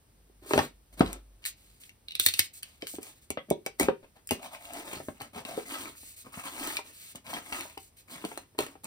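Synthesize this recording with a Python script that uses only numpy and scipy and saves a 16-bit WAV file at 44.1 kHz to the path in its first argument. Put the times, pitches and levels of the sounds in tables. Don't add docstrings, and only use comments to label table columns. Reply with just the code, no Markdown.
import sys
import numpy as np
from scipy import signal
from scipy.fft import rfft, irfft, next_fast_len
from scipy.io import wavfile
from scipy.ndimage import uniform_filter1d

SR = 44100
rng = np.random.default_rng(int(sys.argv[2]) if len(sys.argv) > 2 else 0)


def bounce(signal):
    frames = np.transpose(np.atleast_2d(signal))
    limited = np.clip(frames, -1, 1)
    pcm = np.round(limited * 32767).astype(np.int16)
    wavfile.write(sys.argv[1], SR, pcm)


N = 390726
SIZE = next_fast_len(N, True)
TIME, HZ = np.arange(SIZE) / SR, np.fft.rfftfreq(SIZE, 1 / SR)

# start in seconds, length in seconds, base level in dB,
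# swell from start to end in dB, brightness in dB, extra hollow sound of the jar in dB.
CUTS = [(3.004, 0.11, -54, 1.5, 3.5, -2.5), (3.483, 0.016, -64.5, 15, -4, 24),
        (3.648, .012, -63, 5.5, 1, 0), (3.783, 0.023, -46, 36, 1.5, -1.5),
        (3.817, 0.037, -36, -2, -4.5, 10), (4.026, 0.032, -63.5, -5.5, -7.5, 18),
        (4.153, 0.031, -62, -3, -6.5, 6.5), (4.306, 0.046, -39.5, -14, 0.5, 1),
        (4.38, .049, -57.5, 9, -5, 2), (4.419, 0.052, -45, 0.5, -2.5, -3),
        (4.505, 0.041, -49.5, 17.5, -4, -11), (4.583, 0.081, -53.5, 10, 0, -10),
        (4.652, 0.091, -52, -2, -3, -2), (4.719, 0.1, -44.5, 4, -2, 1.5), (4.841, 0.15, -44, 1, -2.5, 2.5),
        (4.991, 0.12, -60.5, 2, 7, 9), (5.14, .071, -63, -9, -2.5, -4), (5.198, 0.06, -46, -7.5, -4.5, 5),
        (5.328, 0.063, -46.5, 13.5, -4.5, 7), (5.452, .05, -47.5, 9, -1, -5), (5.479, 0.11, -47, -3, -3, 4),
        (5.56, 0.12, -49, -16, -2.5, 3.5), (5.649, 0.11, -41.5, 8.5, -2, -2),
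        (5.774, 0.17, -47.5, -15, 0.5, 5), (6.242, 0.11, -63, -16, 1, 10.5), (6.318, 0.1, -47.5, 5, 0, -4),
        (6.43, .06, -41.5, 4.5, -1, -2.5), (6.49, 0.094, -48.5, 0, 1, -1), (6.54, 0.15, -41, 9.5, -2, 2),
        (6.685, 0.097, -42, 1.5, 0, -3), (6.836, 0.063, -54.5, 10, 2, 3), (7.147, 0.027, -51, -6, -1.5, 7),
        (7.239, .076, -48.5, 18, -3, 1), (7.327, 0.067, -42.5, 0, -4.5, 6),
        (7.403, 0.2, -49, 8, -0.5, -1.5), (7.518, 0.11, -41, -2, -2.5, 0.5), (7.621, 0.18, -57, -23, 1, -4),
        (8.072, .09, -51, 14.5, -1.5, 4), (8.147, 0.27, -53, -3, -1, 2), (8.24, 0.1, -62, -11, 9, 6),
        (8.579, .095, -44.5, -13, -1, 5.5), (8.677, .064, -57, -6, -2.5, 8.5), (8.834, .038, -49, 1, -2, 7)]
# start in seconds, length in seconds, base level in dB,
# swell in dB, brightness in dB.
TWISTS = [(0.41, 0.058, -62, 7.5, -1.5), (0.455, 0.11, -47.5, 4, 3.5), (0.5, 0.16, -42.5, 3.5, -1.5),
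          (0.92, 0.03, -61.5, 4, 2), (0.965, 0.049, -50.5, 17, -1), (1.005, 0.18, -51.5, -10, -5)]
# start in seconds, length in seconds, base level in dB,
# swell in dB, brightness in dB.
RUBS = [(1.418, 0.03, -59.5, -1, -11), (1.449, 0.064, -46.5, -21, 1), (1.56, 0.23, -67.5, -4, -3),
        (1.797, 0.089, -63, -10, 1), (2.2, 0.11, -48.5, -4.5, 7.5), (2.3, 0.16, -49.5, 2.5, -0.5),
        (2.53, 0.06, -57, 0, 3.5), (2.63, 0.15, -62, -8, -7.5), (2.803, 0.099, -57, -2, -11),
        (2.868, 0.11, -57.5, -13.5, 7), (2.93, 0.04, -60.5, -2, -13), (3.035, 0.093, -60.5, -1, -8.5),
        (3.15, 0.039, -65.5, 0, -3.5), (3.21, 0.04, -68, 2.5, 0.5), (5.72, 0.12, -50, 2, -9),
        (5.95, 0.19, -58, 0.5, 2.5), (6.16, 0.066, -57, -4, 2.5), (6.58, 0.17, -53.5, 2, 2),
        (6.92, 0.2, -54.5, 4.5, -2), (7.29, 0.1, -51.5, -1, -3), (8.1, 0.049, -51.5, -2.5, -3),
        (7.79, 0.098, -66.5, -8.5, 4.5), (7.963, 0.051, -62, -2, -0.5)]
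# lower edge in Hz, upper edge in Hz.
STROKE_BANDS = [(6500, 16000), (1350, 6500), (560, 1350), (110, 560)]
# frequency in Hz, relative level in dB per Hz.
CUT_COLOUR = [(110, -0.5), (190, -2), (270, 6), (370, -4.5), (550, -3), (760, -1.5), (1100, -3),
              (1500, 1.5), (2200, 10.5), (3100, 8), (4400, 2.5), (5600, -7), (6800, -5.5), (8500, -8.5),
              (11000, -13.5), (14000, -12), (16000, -11)]
# frequency in Hz, relative level in dB per Hz.
SCRAPE_COLOUR = [(110, -1), (270, 3.5), (550, -2), (900, -5.5), (1400, -2.5), (2300, 8), (3100, 6),
                 (4300, 5.5), (5600, -7.5), (6800, -5), (8500, -7), (11000, -13), (14000, -9),
                 (16000, -12.5)]
# time in seconds, frequency in Hz,
# height in dB.
SEAL_RESONANCE = [(4.298, 753, 7), (4.44, 736, 12), (4.7, 722, 11.5), (4.85, 736, 6.5), (4.979, 730, 2.5),
                  (5.35, 820, 6.5), (5.522, 694, 10.5), (5.622, 697, -3), (5.669, 1256, -8.5),
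                  (5.75, 1283, 7), (5.83, 1090, 9), (6.199, 1087, 10.5), (6.459, 1044, 10.5),
                  (6.67, 928, 4), (6.801, 990, 4), (7.349, 850, 6.5), (7.6, 1025, 4), (8.141, 976, 4),
                  (8.86, 920, 7.5)]
# frequency in Hz, typical change in dB.
FLEX_DB = [(300, 2), (750, 1), (1500, 1.4), (4500, 2), (8000, 1.3)]

# time in seconds, treble level in dB before the final lift,
# ring of the sheet in dB against the treble before a shift for each band, note of the sheet in Hz.
SNAPS = [(0.535, -52.5, 18, 1700), (0.578, -43, 5, 3360), (0.591, -49.5, 12.5, 1820),
         (0.651, -55, -17, 3970), (0.995, -49.5, -0.5, 3930), (1.009, -57, 12, 2340),
         (1.062, -62, 12, 4060), (1.077, -68, 12, 4000), (1.13, -43.5, -9.5, 8060), (1.441, -70, 16, 2900),
         (1.453, -46, 2.5, 4240), (1.461, -44, 1, 3960), (1.836, -71, 12, 4150), (1.894, -65.5, 7, 2710),
         (2.626, -59.5, -2.5, 4670), (2.631, -44, -3.5, 4480), (2.822, -63, 16.5, 3120),
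         (2.87, -49.5, 3, 4520), (2.897, -54, -12, 4260), (2.954, -57, -0.5, 4100), (2.963, -57, -10, 8200),
         (3.03, -50.5, -7, 2380), (3.304, -37.5, -7, 2320), (3.503, -38, -9.5, 2233),
         (3.663, -40.5, -1, 2290), (3.798, -30, -6.5, 1980), (3.812, -51, 12, 2280),
         (3.831, -41.5, -0.5, 2550), (4.273, -46.5, -22, 5200), (4.291, -49, -0.5, 3020),
         (4.309, -35.5, -0.5, 2847), (4.43, -69.5, 12.5, 2630), (4.654, -59, 5, 2760),
         (4.735, -47.5, -13, 2600), (4.933, -48, -13, 2700), (5.218, -49, -4, 2980),
         (5.451, -55, 8.5, 2760), (5.754, -59.5, 7, 1970), (6.598, -55.5, 3.5, 4370),
         (6.673, -42.5, -6, 4100), (6.769, -44.5, 8, 2380), (7.157, -48, -9, 2930), (7.266, -65, 10, 4900),
         (7.338, -51.5, 7.5, 3210), (7.521, -66, 2, 2700), (7.526, -58, 16.5, 2710), (7.609, -48, 2, 4230),
         (7.777, -54.5, 2.5, 2940), (8.135, -61, 0, 4150), (8.25, -49, 1, 4400), (8.376, -46.5, -3, 4150),
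         (8.589, -40, 3, 4230), (8.606, -43, -3.5, 3430), (8.624, -52, 0, 3690), (8.665, -55, 1, 2940),
         (8.836, -62, -18, 4000), (8.844, -45.5, -17, 3960)]
# lower edge in Hz, upper edge in Hz.
SNAP_BANDS = [(6500, 16000), (1900, 3200), (3200, 6000)]
# frequency in Hz, gain in dB.
SNAP_COLOUR = [(3000, -0.5), (5500, -2), (7000, 2.5), (9000, 1), (11500, -5), (14000, -4)]

# time in seconds, level in dB before the final lift,
# weight in dB (more bass), hardness in dB (more clatter), note of the struck spot in Hz.
KNOCKS = [(0.298, -64.5, -6, -17, 394), (0.423, -72, 12, -17, 405), (0.46, -56, -26, -17, 464),
          (0.509, -34, -35, 3.5, 402), (0.536, -27, -6, 1.5, 410), (0.558, -32.5, 1.5, -12, 545),
          (0.578, -29, 1, 9.5, 560), (0.591, -36.5, 1.5, 14, 816), (0.607, -45.5, -6, 8, 907),
          (1.007, -22.5, 2.5, 2, 270), (1.02, -41.5, 4.5, 3, 701), (1.035, -52, 16, -6, 300),
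          (1.058, -61, 20.5, 2, 213.6), (2.826, -43, -4, -12, 400), (2.939, -51, 2, -11, 330),
          (2.985, -43, -2.5, -6, 415), (3.305, -44, 3, 0, 415), (3.373, -39.5, -4.5, 7.5, 560),
          (3.511, -23, -7.5, -31, 380), (3.664, -39, -12, 2, 455), (3.799, -31.5, -23, -2, 390),
          (3.809, -31, 0.5, 1, 430), (3.835, -48.5, 10.5, 2, 216), (3.885, -22, -7.5, -4.5, 501),
          (4.309, -40.5, 0, 10.5, 795), (4.319, -32.5, 0, -24, 241), (4.933, -54.5, 6, 11.5, 720),
          (4.965, -59.5, 12, -7, 205), (5.002, -45.5, -5, 0, 670), (5.085, -40.5, 1, 1.5, 231),
          (5.209, -56, -6, 13, 770), (5.362, -52.5, 2.5, 8, 700), (5.377, -52, -12, 8, 795),
          (5.452, -53.5, 0, 6.5, 280), (5.493, -54, -15, 6, 760), (5.576, -31.5, -15, -16, 451),
          (5.761, -55.5, -3, 13.5, 1110), (6.031, -70, 8.5, 11, 260), (6.266, -56.5, -1, 6, 264),
          (6.374, -61, 12.5, 15, 231), (6.789, -51, -9, 14, 946), (7.332, -59, 1, 23, 680),
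          (7.523, -56.5, 7, 17.5, 230), (7.653, -60, 1, 14.5, 930), (7.774, -54.5, 1, 12.5, 420),
          (8.242, -41.5, -1.5, 3, 420), (8.251, -41.5, -0.5, -1, 274), (8.316, -49.5, -13, 7.5, 900),
          (8.375, -49, -10, 10, 383), (8.549, -65, -5.5, 3.5, 421), (8.589, -32, -30, 1, 414),
          (8.603, -38.5, -5, -2, 576), (8.612, -53, 0, -10, 750), (8.624, -53, 2, 6, 423),
          (8.665, -57.5, -4, 8, 1100), (8.754, -56.5, -9, 4, 315)]
# lower edge in Hz, upper edge in Hz.
KNOCK_BANDS = [(330, 600), (55, 115), (160, 300), (600, 1200), (1200, 3000)]
# frequency in Hz, relative level in dB, seconds to fall by 60 dB.
JAR_MODES = [(95, -7.5, 0.098), (151.7, -12, 0.18), (205, -9, 0.031), (257, -3, 0.036), (330, -1.5, 0.042),
             (415, 1.5, 0.059), (552, 0.5, 0.054), (608, 0, 0.046), (670, -0.5, 0.036), (771.6, -2, 0.1),
             (806, -9.5, 0.053), (942, -9.5, 0.18), (1101, -8.5, 0.11), (1530, -15, .1), (1902, -13, 0.12),
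             (2014, -13, .1), (2320, -13.5, 0.14)]
THUD_DB, HOLLOW_DB, WALL_DB, EDGE_DB = -14.5, -1, -6, -13
THUD_PER_WEIGHT, EDGE_PER_HARDNESS = 1.8, 0.82

# time in seconds, treble level in dB before the final lift.
RATCHET = [(2.085, -60), (2.109, -63.5), (2.121, -63.5), (2.153, -45), (2.198, -29.5), (2.24, -59),
           (2.263, -23.5), (2.287, -36), (2.339, -41), (2.393, -25)]
# lower edge in Hz, upper edge in Hz.
RATCHET_BANDS = [(5600, 16000), (2300, 3200), (3400, 4400), (170, 520), (520, 2000)]
# frequency in Hz, relative level in dB, seconds to fall by 60 dB.
KNIFE_MODES = [(2150, -8, .025), (2690, -3, .025), (3820, 0, .014), (4300, -2, .02), (4960, -9, .02),
               (8310, -4, .025), (8660, -1, .02), (9900, -6, .02), (14050, -6, .02)]
# frequency in Hz, relative level in dB, seconds to fall by 60 dB.
SPRING_MODES = [(2880, -3, .016), (3800, 0, .016), (4150, -3, .012), (5600, -10, .01)]
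SPRING_PER_LIGHTNESS = .75
# time in seconds, level in dB, pitch in Hz.
TWANGS = [(3.372, -60.5, 3260), (3.374, -56, 2020), (3.507, -73, 2400), (3.514, -58, 3550)]

# frequency in Hz, left minus right in dB.
BALANCE = [(100, 0), (380, 0.5), (700, 4), (1290, 3.5), (2380, 6.5), (4400, -8), (6500, 4), (8000, -6)]
# frequency in Hz, seconds to fall by 60 dB.
ROOM_T60 = [(100, 0.049), (300, 0.26), (800, 0.12), (2000, 0.22), (5000, 0.2), (13000, 0.013)]
# frequency in Hz, gain in dB on what is sent to the room.
ROOM_DB = [(100, -5.5), (400, -8), (1200, -7), (4000, -5), (9000, -2.5), (16000, -9.5)]
# frequency in Hz, relative level in dB per Hz.
HUSH_COLOUR = [(25, -20.5), (50, -4), (90, -1.5), (150, -9), (300, -12.5), (700, -19), (1400, -24),
               (4000, -26.5), (6000, -28.5), (9000, -25.5), (16000, -29.5)]
HUSH_DB = -64.5
# time in seconds, level in dB.
RUMBLE = [(0, -59), (0.9, -64), (1.1, -49), (1.4, -65), (2.2, -72), (3.2, -74), (8.86, -90.5)]
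EDGE_HZ = 15950


def cutting(rub_db=-4, slip_db=1.0, slip_hz=70, jar_db=-10, fizz_db=-4.5, rasp_db=-5.0, seal_db=-6, hollow_db=-9.5):
    tears_per_s, size_db, crackle_db = 4000, 3.1, -1
    heights = np.minimum(rng.exponential(1, SIZE), 4.5)
    sizes = amp(size_db * heights) * rng.choice([-1, 1], SIZE)
    tears = unit(sizes * (rng.random(SIZE) < tears_per_s / SR))
    rubbed = tears + amp(rub_db) * rng.standard_normal(SIZE)
    fine = rubbed * amp(slip_db * wander(slip_hz))
    jerks = amp(1.5 * wander(70))
    drive = flexing((fine + amp(crackle_db) * crackles()) * jerks)
    sheet = colour(drive, CUT_COLOUR)
    jar = signal.oaconvolve(drive, ring(JAR_MODES, TIME[:8192], spread_db=0, detune=0))[:SIZE]
    sources = [colour(fine, CUT_COLOUR), sheet, sheet, sheet]
    fizz, rasp, seal, hollow = (unit(band(x, edges, order=4)) for x, edges in zip(sources, STROKE_BANDS))
    hollow = unit(hollow + amp(jar_db) * unit(jar))
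    rows = []
    for s, length, db, swell, bright, body in CUTS:
        offsets = np.array([fizz_db + bright, rasp_db, seal_db - bright, hollow_db + body])
        rows.append((s, length, swell, db + offsets))
    gains = pressure(rows, attack_s=0.0026, ease=0.052, release_t60=.16, arch_db=4.5)
    return (np.array([fizz, rasp, seal, hollow]) * gains).sum(0)


def crackles(low_hz=2000, high_hz=6500, count=14):
    per_s, spread_db, cycles = 480, 4.3, 2.5
    sizes = amp(spread_db * np.minimum(rng.exponential(1, SIZE), 3))
    sizes = sizes * (rng.random(SIZE) < per_s / SR)
    crease, t = rng.integers(0, count, SIZE), TIME[:512]
    out = np.zeros(SIZE)
    for k, hz in enumerate(np.linspace(low_hz, high_hz, count)):
        grain = unit(np.sin(2 * np.pi * hz * t) * np.exp(-t * hz / cycles))
        out += signal.oaconvolve(sizes * (crease == k), grain)[:SIZE]
    return unit(out)


def flexing(x, octaves=0.34):
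    hz, t, z = signal.stft(x, SR, nperseg=1024, noverlap=768)
    chance = uniform_filter1d(rng.standard_normal((160, len(t))), 3, 0)
    chance = uniform_filter1d(chance, 10, 1)
    patches_db = read(FLEX_DB, hz)[:, None] * unit(chance)[np.sqrt(hz).astype(int)]
    s, seal_hz, seal_db = np.transpose(SEAL_RESONANCE)
    away = np.log2((hz[:, None] + 1) / np.interp(t, s, seal_hz)) / octaves
    gain = amp(patches_db + np.interp(t, s, seal_db) * np.exp(-away ** 2 / 2))
    return signal.istft(z * gain, SR, nperseg=1024, noverlap=768)[1][:SIZE]


def pressure(rows, attack_s, ease, release_t60, arch_db):
    power, t = np.zeros((len(STROKE_BANDS), SIZE)), TIME[:SR // 2]
    for s, length, swell_db, bands_db in rows:
        along = np.minimum(t / length, 1) - .5
        release_db = 60 * np.maximum(t - length, 0) / release_t60
        shape_db = swell_db * along - arch_db * (2 * along) ** 2 - release_db
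        gain = np.minimum(t / (attack_s + ease * length), 1) * amp(shape_db)
        for layer, db in zip(power, bands_db):
            add(layer, s, (gain * amp(db)) ** 2)
    return np.sqrt(power)


def snaps(level_db=1, after_db=-13, rise=0.0019, crack_t60=0.0045, low_ring_db=2, high_ring_db=-3.5,
          note_db=-9, note_t60=0.04):
    out, t = np.zeros(SIZE), TIME[:4096]
    for s, db, ring_db, hz in SNAPS:
        crack = burst(t, rise, crack_t60)
        shiver = amp(after_db) * burst(t, rise, t60=0.094)
        sound = crack + shiver + amp(note_db) * note(t, hz, note_t60)
        levels = [db, ring_db + low_ring_db, ring_db + high_ring_db]
        add(out, s - .0005, voiced(sound, levels, SNAP_BANDS))
    return amp(level_db) * colour(out, SNAP_COLOUR)


def knocks(level_db=1, modes_db=-11.0, spot_db=-13, spot_t60=0.022, wall_db=-8, rise=0.00063, push_t60=0.018):
    out, t = np.zeros(SIZE), TIME[:8192]
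    wall_t60 = .034
    for s, *blow, spot_hz in KNOCKS:
        modes = amp(modes_db) * unit(ring(JAR_MODES, t, spread_db=3.5, detune=.02))
        modes = modes + amp(spot_db) * note(t, spot_hz, spot_t60)
        clatter = amp(wall_db) * burst(t, rise, wall_t60)
        push = burst(t, rise=0.0004, t60=push_t60)
        sound = modes * (1 - np.exp(-t / rise)) + clatter + push
        add(out, s - .0005, voiced(sound, knock_levels(*blow), KNOCK_BANDS))
    return amp(level_db) * out


def knock_levels(level, weight, hardness):
    thud = THUD_DB + THUD_PER_WEIGHT * weight
    edge = EDGE_DB + EDGE_PER_HARDNESS * hardness
    return [level, thud, HOLLOW_DB + weight, WALL_DB + hardness, edge]


def ratchet(level_db=1, rattle_db=-9, climb_db=-19, thump_db=-19, thump_hz=95, ring_db=-12, spring_db=-24):
    out, t = np.zeros(SIZE), TIME[:4096]
    hardest_db = max(row[1] for row in RATCHET)
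    for s, db in RATCHET:
        lighter_db = hardest_db - db
        levels = tick_levels(db, lighter_db)
        sound = burst(t, rise=0.0013, t60=.008) + amp(rattle_db) * burst(t, rise=0.0014, t60=0.063)
        blade = unit(ring(KNIFE_MODES, t, spread_db=4, detune=.025))
        spring = unit(ring(SPRING_MODES, t, spread_db=2, detune=.02))
        spring_gain = amp(spring_db + SPRING_PER_LIGHTNESS * lighter_db)
        sound = sound + amp(ring_db) * blade + spring_gain * spring
        thump = amp(db + thump_db - 60 * t / 0.11) * np.sin(2 * np.pi * thump_hz * t)
        add(out, s - .0005, voiced(sound, levels, RATCHET_BANDS) + thump)
        climb = voiced(burst(t, rise=.0005, t60=0.014), levels, RATCHET_BANDS)[::-1]
        add(out, s - t[-1], amp(climb_db) * climb)
    return amp(level_db) * out


def tick_levels(db, lighter_db, low_db=-4, high_db=-4, handle_db=-23, case_db=-20,
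                low_slope=0.42, high_slope=0.47, handle_slope=0.068):
    return [db, low_db + low_slope * lighter_db, high_db + high_slope * lighter_db,
            handle_db + handle_slope * lighter_db, case_db + handle_slope * lighter_db]


def twangs(rise=.014, t60=0.07, width=0.053):
    out, t = np.zeros(SIZE), TIME[:8192]
    for s, db, hz in TWANGS:
        edges = (hz / (1 + width), hz * (1 + width))
        add(out, s, amp(db) * unit(band(burst(t, rise, t60), edges, order=2)))
    return out


def scraping(slip_db=1.5, slip_hz=120, rasp_db=-4, lid_fizz_db=-3.0, lid_mid_db=-3, lid_low_db=-2,
             rub_fizz_db=2, rub_mid_db=-22, rub_low_db=-34):
    grain = colour(rng.standard_normal(SIZE) * amp(slip_db * wander(slip_hz)), SCRAPE_COLOUR)
    layers = np.array([unit(band(grain, edges, order=4)) for edges in STROKE_BANDS])

    def tilted(table, fizz_db, mid_db, low_db):
        rows = []
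        for s, length, db, swell, bright in table:
            offsets = np.array([fizz_db + bright, rasp_db, mid_db - bright, low_db - bright])
            rows.append((s, length, swell, db + offsets))
        return rows

    lid_rows = tilted(TWISTS, lid_fizz_db, lid_mid_db, lid_low_db)
    rub_rows = tilted(RUBS, rub_fizz_db, rub_mid_db, rub_low_db)
    twists = pressure(lid_rows, attack_s=0.0097, ease=.02, release_t60=0.13, arch_db=9)
    rubs = pressure(rub_rows, attack_s=.0037, ease=0.058, release_t60=0.085, arch_db=3.0)
    return (layers * np.hypot(twists, rubs)).sum(0)


def ports(x, lead_ms=0.18):
    tilt_db = read(BALANCE, HZ) / 2
    late = np.exp(-2j * np.pi * HZ * lead_ms / 1000)
    return irfft(rfft(x) * np.array([amp(tilt_db), amp(-tilt_db) * late]), SIZE)


def room(x, count=4):
    cycle_s = .9
    phase = TIME / cycle_s - np.arange(count)[:, None] / count
    turns = np.maximum(np.cos(2 * np.pi * phase), 0)
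    wet = sum(signal.oaconvolve((x * turn)[None], echoes(), axes=1)[:, :SIZE] for turn in turns)
    return diffuse(colour(wet, ROOM_DB))


def echoes(early_db=3, early_s=0.01):
    hz, t, z = signal.stft(rng.standard_normal((2, SR // 3)), SR, nperseg=256)
    decay = amp(-60 * t / read(ROOM_T60, hz)[:, None]) * (1 + amp(early_db) * np.exp(-t / early_s))
    decay = decay / np.sqrt(np.mean(decay ** 2, axis=1, keepdims=True))
    tail = signal.istft(z * decay, SR, nperseg=256)[1]
    build_s = .002
    tail = tail * (1 - np.exp(-(TIME[:tail.shape[1]] / build_s) ** 2))
    return tail / np.linalg.norm(tail, axis=1, keepdims=True)


def diffuse(pair, shared_hz=450):
    a, b = rfft(pair)
    same = .97 / (1 + (HZ / shared_hz) ** 2)
    return irfft(np.array([a, same * a + np.sqrt(1 - same ** 2) * b]), SIZE)


def background(rumble_hz=52):
    hush = unit(diffuse(colour(rng.standard_normal((2, SIZE)), HUSH_COLOUR)))
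    rumble_edges = (rumble_hz * 0.89, rumble_hz * 0.98)
    rumble = unit(band(rng.standard_normal(SIZE), rumble_edges, order=2))
    return amp(HUSH_DB) * hush + rumble * amp(np.interp(TIME, *np.transpose(RUMBLE)))


def ring(modes, t, spread_db, detune):
    hz, db, t60 = np.transpose(modes)[:, :, None]
    weight, shift = rng.standard_normal((2, len(modes), 1))
    level = amp(db + spread_db * weight - 60 * t / t60)
    return (level * np.sin(2 * np.pi * hz * (1 + detune * shift) * t)).sum(0)


def note(t, hz, t60):
    return unit(np.sin(2 * np.pi * hz * t) * amp(-60 * t / t60))


def burst(t, rise, t60):
    return unit(rng.standard_normal(len(t)) * (1 - np.exp(-t / rise)) * amp(-60 * t / t60))


def voiced(sound, levels, bands):
    gains = amp(levels[0]) * amp(np.r_[0, levels[1:]])
    spectrum, hz = rfft(sound), np.fft.rfftfreq(len(sound), 1 / SR) + 1
    shares = [1 / (1 + (lo / hz) ** 9 + (hz / hi) ** 9) for lo, hi in bands]
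    power = sum(g ** 2 * share / np.sum(share * abs(spectrum) ** 2) for g, share in zip(gains, shares))
    log_gain = np.log(power / power.max() + 1e-7) / 2
    causal = np.exp(signal.hilbert(np.r_[log_gain, log_gain[-2:0:-1]]).conj())[:len(hz)]
    window = .02 * SR
    return unit(irfft(spectrum * causal)) * np.linalg.norm(gains) * np.sqrt(window / len(sound))


def wander(rate_hz):
    return unit(irfft(rfft(rng.standard_normal(SIZE)) / (1 + (HZ / rate_hz) ** 4), SIZE))


def colour(x, points):
    return irfft(rfft(x) * amp(read(points, HZ)), SIZE)


def band(x, edges, order=3):
    return signal.sosfilt(signal.butter(order, edges, "bandpass", fs=SR, output="sos"), x)


def read(points, hz):
    f, value = np.transpose(points)
    return np.interp(np.log(hz + 1), np.log(f), value)


def amp(db):
    return 10 ** (np.asarray(db) / 20)


def unit(x):
    return x / np.sqrt(np.mean(x ** 2) + 1e-20)


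def add(mix, s, sound):
    part = mix[max(round(s * SR), 0):][:len(sound)]
    part += sound[:len(part)]


def scene(clicks_room_db=-2):
    jar = knocks() + cutting() + scraping()
    clicks = snaps() + ratchet() + twangs()
    direct = ports(jar + clicks)
    reflected = room(jar + amp(clicks_room_db) * clicks)
    return (direct + reflected + background())[:, :N]


def record(dry):
    split_hz, lag_s = 6300, .000214
    left, right = rfft(dry, SIZE)
    treble = 1 / (1 + (split_hz / (HZ + 1)) ** 24)
    late_right = right * np.exp(-2j * np.pi * HZ * lag_s)
    left = np.sqrt(1 - treble) * left + np.sqrt(treble) * late_right
    low_pass = signal.firwin(401, EDGE_HZ, window=("kaiser", 8), fs=SR)
    return signal.oaconvolve(irfft(np.array([left, right]), SIZE)[:, :N], low_pass[None], "same")


dry = scene()
out = record(dry)
bounce(out)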